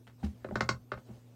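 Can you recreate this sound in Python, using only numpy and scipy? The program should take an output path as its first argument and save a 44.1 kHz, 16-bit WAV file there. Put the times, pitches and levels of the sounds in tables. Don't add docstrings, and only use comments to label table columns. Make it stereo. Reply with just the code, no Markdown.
import sys
import numpy as np
from scipy import signal
from scipy.fft import rfft, irfft
from scipy.io import wavfile
from scipy.ndimage import uniform_filter1d

SR = 44100
rng = np.random.default_rng(int(sys.argv[2]) if len(sys.argv) > 2 else 0)


def bounce(signal):
    frames = np.transpose(np.atleast_2d(signal))
    limited = np.clip(frames, -1, 1)
    pcm = np.round(limited * 32767).astype(np.int16)
    wavfile.write(sys.argv[1], SR, pcm)


N = 59535


def amp(db):
    return 10 ** (np.asarray(db) / 20)


def evened(x):
    return x / np.sqrt(np.mean(x ** 2) + 1e-20)


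def read(points, hz):
    f, value = np.transpose(points)
    return np.interp(np.log(hz + 1), np.log(f + 1), value)


def add(mix, start_s, sound):
    part = mix[:, round(start_s * SR):][:, :sound.shape[1]]
    part += sound[:, :part.shape[1]]


def coloured(x, gain):
    size = x.shape[-1]
    return irfft(rfft(x) * gain(np.fft.rfftfreq(size, 1 / SR)), size)


MODE_SCATTER_RAD, MODE_SCATTER_DB = 0.63, 1.5


def ring(modes, t, rise_turns):
    hz, db, t60 = np.transpose(modes)[:, :, None]
    level, turn, left, right = rng.standard_normal((len(modes), 4)).T[:, :, None]
    spread = MODE_SCATTER_RAD * np.clip(hz / 1000, .3, 1.5)
    swell = 1 - np.exp(-t * hz / rise_turns)
    envelope = amp(db + MODE_SCATTER_DB * level - 60 * t / t60) * swell
    ears = []
    for ear in (left, right):
        sines = np.sin(2 * np.pi * hz * t + spread * (turn + ear))
        ears.append((envelope * sines).sum(0))
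    return np.array(ears)


# (time [s], level [dB], steel treble share [dB], grip body share [dB],
# bench boom share [dB], rebound delay [s], rebound against the blow [dB])
SNAPS = [(.445, -34.5, -55, 10.5, -5.5, .005, -47), (0.488, -44.5, -19.5, -16, 10, .008, -25),
         (0.508, -49.5, -34, 21.5, 9, .005, -14), (0.5557, -22.5, -11, 1.5, -5.5, .012, -17),
         (0.607, -18, -7, -3, -7.5, .011, -13), (0.69, -16.5, -2.5, -5.5, -11, .010, -32),
         (0.9179, -26, -32, 0, -13.5, .005, -10), (0.933, -43, -18, 2, -9, 0.0052, 1.5),
         (0.975, -45.5, -32, 4, -3.5, 0.0077, -11), (1.089, -58.5, -18, 9, 16.5, 0.018, -5.5)]
# (frequency [Hz], relative level [dB], t60 [s])
CLAMP_MODES = [(405, -4.5, 0.06), (536, -8, 0.086), (595, 0.5, 0.03), (825, -6.5, 0.01), (1082, 5, 0.022),
               (1276, -1, 0.03), (1442, -9.5, 0.03), (1489, 3, 0.029), (1572, -4.5, 0.037),
               (1810, -5, 0.025), (2116, -7, 0.045), (2380, -14, 0.027), (2790, -5, 0.0069),
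               (3980, -6.5, 0.03)]
# (frequency [Hz], relative level [dB], t60 [s])
BENCH_MODES = [(78.3, -6.5, 0.17), (124.9, -2, 0.21), (161.7, -10, 0.28), (208.7, -4, 0.13),
               (339.4, 1, 0.037)]
# (frequency [Hz], relative density [dB per Hz])
CRACK_COLOUR = [(400, -50), (900, -7.5), (1500, -11.5), (2400, -12.5), (3370, -15.5), (4200, -8),
                (5500, -7.5), (7500, -18), (10300, -46), (13300, -46), (16000, -37)]
# (frequency [Hz], left minus right [dB])
CLAMP_LEFT = [(120, -1), (500, -0.5), (1300, -3), (2400, -1), (4400, 5.5), (8000, 4.5), (14000, -8)]
CRACK_DB, CRACK_T60_S = -0.5, 0.029
BITE_S = 0.00045
BODY_HZ, TREBLE_HZ = 954, 2685
BODY_LAG_S = 0.003135
LEFT_DELAY_S = 0.000091
BENCH_RISE_TURNS = 0.99


def snap(start_s, db, treble_db, body_db, boom_db, rebound_s, rebound_db):
    t = np.arange(12000) / SR
    crack = coloured(rng.standard_normal((3, len(t))), lambda f: amp(read(CRACK_COLOUR, f)))
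    crack = crack[:1] + .5 * crack[1:]
    crack = evened(crack) * amp(CRACK_DB - 60 * t / CRACK_T60_S)

    body = ring([mode for mode in CLAMP_MODES if mode[0] < BODY_HZ], t, rise_turns=0.17) / 2
    upper = ring([mode for mode in CLAMP_MODES if mode[0] >= BODY_HZ], t, rise_turns=0.22) / 2
    upper = (upper + crack) * (1 - np.exp(-t / BITE_S))
    middle = signal.sosfilt(signal.butter(3, TREBLE_HZ, "low", fs=SR, output="sos"), upper)
    steel = signal.sosfilt(signal.butter(3, TREBLE_HZ, "high", fs=SR, output="sos"), upper)

    late_body = np.roll(body, round(BODY_LAG_S * SR), 1)
    hit = amp(body_db) * late_body + middle + amp(treble_db) * steel
    rebound = np.roll(hit[::-1], round(rebound_s * SR), 1)
    boom = ring(BENCH_MODES, t, BENCH_RISE_TURNS) * amp(boom_db)
    blow = hit + amp(rebound_db) * rebound + boom

    side = np.array([[1], [-1]]) / 2

    def placed(f):
        return amp(side * read(CLAMP_LEFT, f)) * np.exp(-2j * np.pi * f * side * LEFT_DELAY_S)

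    lead = 128
    return start_s - lead / SR, amp(db) * coloured(np.roll(blow, lead, 1), placed)


# (time [s], level [dB], contact [s], scuff share [dB],
# scuff colour [Hz])
BUMPS = [(0.069, -57.5, 0.0042, 8.5, 1390), (0.229, -43.5, 0.0011, -3, 1160), (.235, -24, 0.003, -22, 2870),
         (0.26, -33, 0.0023, -44, 3000), (0.401, -35, 0.018, -55, 2470), (0.522, -35, 0.0018, -49, 2000),
         (0.957, -43.5, 0.0034, -30, 1480), (1.098, -46.5, 0.0021, -50, 2000)]
# (frequency [Hz], relative level [dB], t60 [s])
WORK_MODES = [(72.7, 3, 0.071), (210.3, 7.5, 0.063), (304, -12, 0.088), (404, -16, 0.1055),
              (787, 6.5, 0.059)]
SCUFF_RISE_S, SCUFF_T60_S = 0.0016, 0.12
SCUFF_GRAIN_DB = 8


def bump(start_s, db, contact_s, scuff_db, scuff_hz):
    t = np.arange(12000) / SR
    push = np.hanning(max(round(contact_s * SR), 4))
    ringing = ring(WORK_MODES, t, rise_turns=0.35)
    thud = signal.oaconvolve(ringing, push[None] / push.sum())[:, :len(t)]

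    grain = evened(uniform_filter1d(rng.standard_normal(len(t)), size=90))
    grain = amp(SCUFF_GRAIN_DB * np.tanh(grain))
    scuff = grain * rng.standard_normal(thud.shape)
    scuff = coloured(scuff, lambda f: f / scuff_hz / (1 + (f / scuff_hz) ** 3))
    fade = (1 - np.exp(-t / SCUFF_RISE_S)) * amp(scuff_db - 60 * t / SCUFF_T60_S)
    return start_s, amp(db) * (thud * amp([[-1.5], [1.5]]) + evened(scuff) * fade)


# (frequency [Hz], left-right likeness [0 to 1])
NOISE_SAME = [(60, 0.64), (250, 1), (950, 0), (3800, 0), (15000, 0.038)]


def noise(spectrum, patchy_db):
    frames, hz = N // 256 + 5, np.fft.rfftfreq(1024, 1 / SR)
    a, b, c, d, patches = rng.standard_normal((frames, 513, 5)).T
    patches = uniform_filter1d(patches, 14, 0)
    patches = evened(uniform_filter1d(patches, 8, 1))
    same = np.clip(read(NOISE_SAME, hz), -1, 1)[:, None]
    left = a + 1j * b
    right = same * left + np.sqrt(1 - same ** 2) * (c + 1j * d)
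    z = np.array([left, right]) * amp(read(spectrum, hz)[:, None] + patchy_db * patches)
    x = signal.istft(z, nperseg=1024, noverlap=768)[1][:, :N]
    return x / np.std(coloured(x, lambda f: f > 300))


# (frequency [Hz], relative density [dB per Hz])
RUSTLE_COLOUR = [(60, -2.5), (300, 0.5), (700, -2), (1500, -10.5), (3000, -14), (5000, -17), (9000, -20.5),
                 (11000, -34), (16000, -24)]
# (time [s], level above 300 Hz [dB])
RUSTLE_DB = [(0, -109), (0.15, -89), (0.203, -63), (.32, -66), (.44, -66), (0.602, -59), (.78, -73),
             (0.899, -83), (0.989, -60.5), (1.03, -76), (1.066, -62), (1.152, -62), (1.218, -67.5),
             (1.35, -70)]


def rustle():
    level_db = np.interp(np.arange(N) / SR, *np.transpose(RUSTLE_DB))
    return amp(level_db) * noise(RUSTLE_COLOUR, patchy_db=2.5)


# (time [s], level [dB])
RUMBLE_DB = [(0, -105), (.1, -51), (.18, -68), (.26, -29.5), (0.342, -58), (.42, -74), (.53, -32.5),
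             (0.648, -51), (0.771, -41.5), (0.839, -53), (0.902, -86), (0.971, -48), (1.05, -83),
             (1.13, -51), (1.35, -85)]
RUMBLE_HZ = 75.6


def rumble():
    a = rng.standard_normal((3, N))
    low = coloured(a[:1] + 0.13 * a[1:], lambda f: 1 / (1 + (f / RUMBLE_HZ) ** 4))
    level_db = np.interp(np.arange(N) / SR, *np.transpose(RUMBLE_DB))
    return evened(low) * amp(level_db) * amp([[-1.5], [1.5]])


# (frequency [Hz], t60 [s])
SHOP_T60 = [(100, 0.16), (500, 0.17), (2000, 0.12), (6000, 0.11), (14000, 0.21)]
SHOP_DB, SHOP_SAME = -5.5, 0.42


def shop(x):
    a, b = rng.standard_normal((2, SR // 2)) * np.minimum(np.arange(SR // 2) / 300, 1)
    ears = [a, SHOP_SAME * a + np.sqrt(1 - SHOP_SAME ** 2) * b]
    hz, t, z = signal.stft(ears, SR, nperseg=256)
    tail = signal.istft(z * amp(-60 * t / read(SHOP_T60, hz)[:, None]), SR, nperseg=256)[1]
    spectrum = rfft(tail)
    power = abs(spectrum) ** 2
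    peaks = uniform_filter1d(power, size=50) / uniform_filter1d(power, size=900)
    tail = irfft(spectrum / np.sqrt(peaks))[:, :SR // 3]
    return amp(SHOP_DB) * signal.fftconvolve(x, tail / np.linalg.norm(tail[0]), axes=1)[:, :N]


# (frequency [Hz], level before the waver [dB rms], left minus right [dB])
HUM_TONES = [(117.8, -57.5, 2.5), (246.6, -66, -3.5)]
HUM_WAVER_DB = .8


def hum():
    t, out = np.arange(N) / SR, np.zeros((2, N))
    for hz, db, left_db in HUM_TONES:
        waver = evened(sum(np.sin(2 * np.pi * (f * t + rng.random())) for f in np.geomspace(1, 9, 8)))
        level_db = db + HUM_WAVER_DB * waver + np.array([[left_db], [-left_db]]) / 2
        out += np.sqrt(2) * amp(level_db) * np.sin(2 * np.pi * (hz * t + rng.random()))
    return out


# (frequency [Hz], relative density [dB per Hz])
HISS_COLOUR = [(30, 8.5), (70, 2), (170, 0), (420, -1), (1000, -14), (3000, -21), (8000, -22),
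               (10500, -27.5), (13000, -20.5), (16000, -27)]
HISS_DB = -67


def hiss():
    return amp(HISS_DB) * noise(HISS_COLOUR, patchy_db=3.0)


def scene():
    hands = np.zeros((2, N))
    for row in SNAPS:
        add(hands, *snap(*row))
    for row in BUMPS:
        add(hands, *bump(*row))
    return hands + rustle() + rumble() + shop(hands) + hum() + hiss()


LOW_CUT_HZ, EDGE_HZ = 73.5, 15900


def record(dry):
    cut = signal.sosfilt(signal.butter(3, LOW_CUT_HZ, "high", fs=SR, output="sos"), dry)
    band_limit = signal.firwin(511, EDGE_HZ, window=("kaiser", 9), fs=SR)
    return signal.oaconvolve(cut, band_limit[None], "same")


dry = scene()
out = record(dry)
bounce(out)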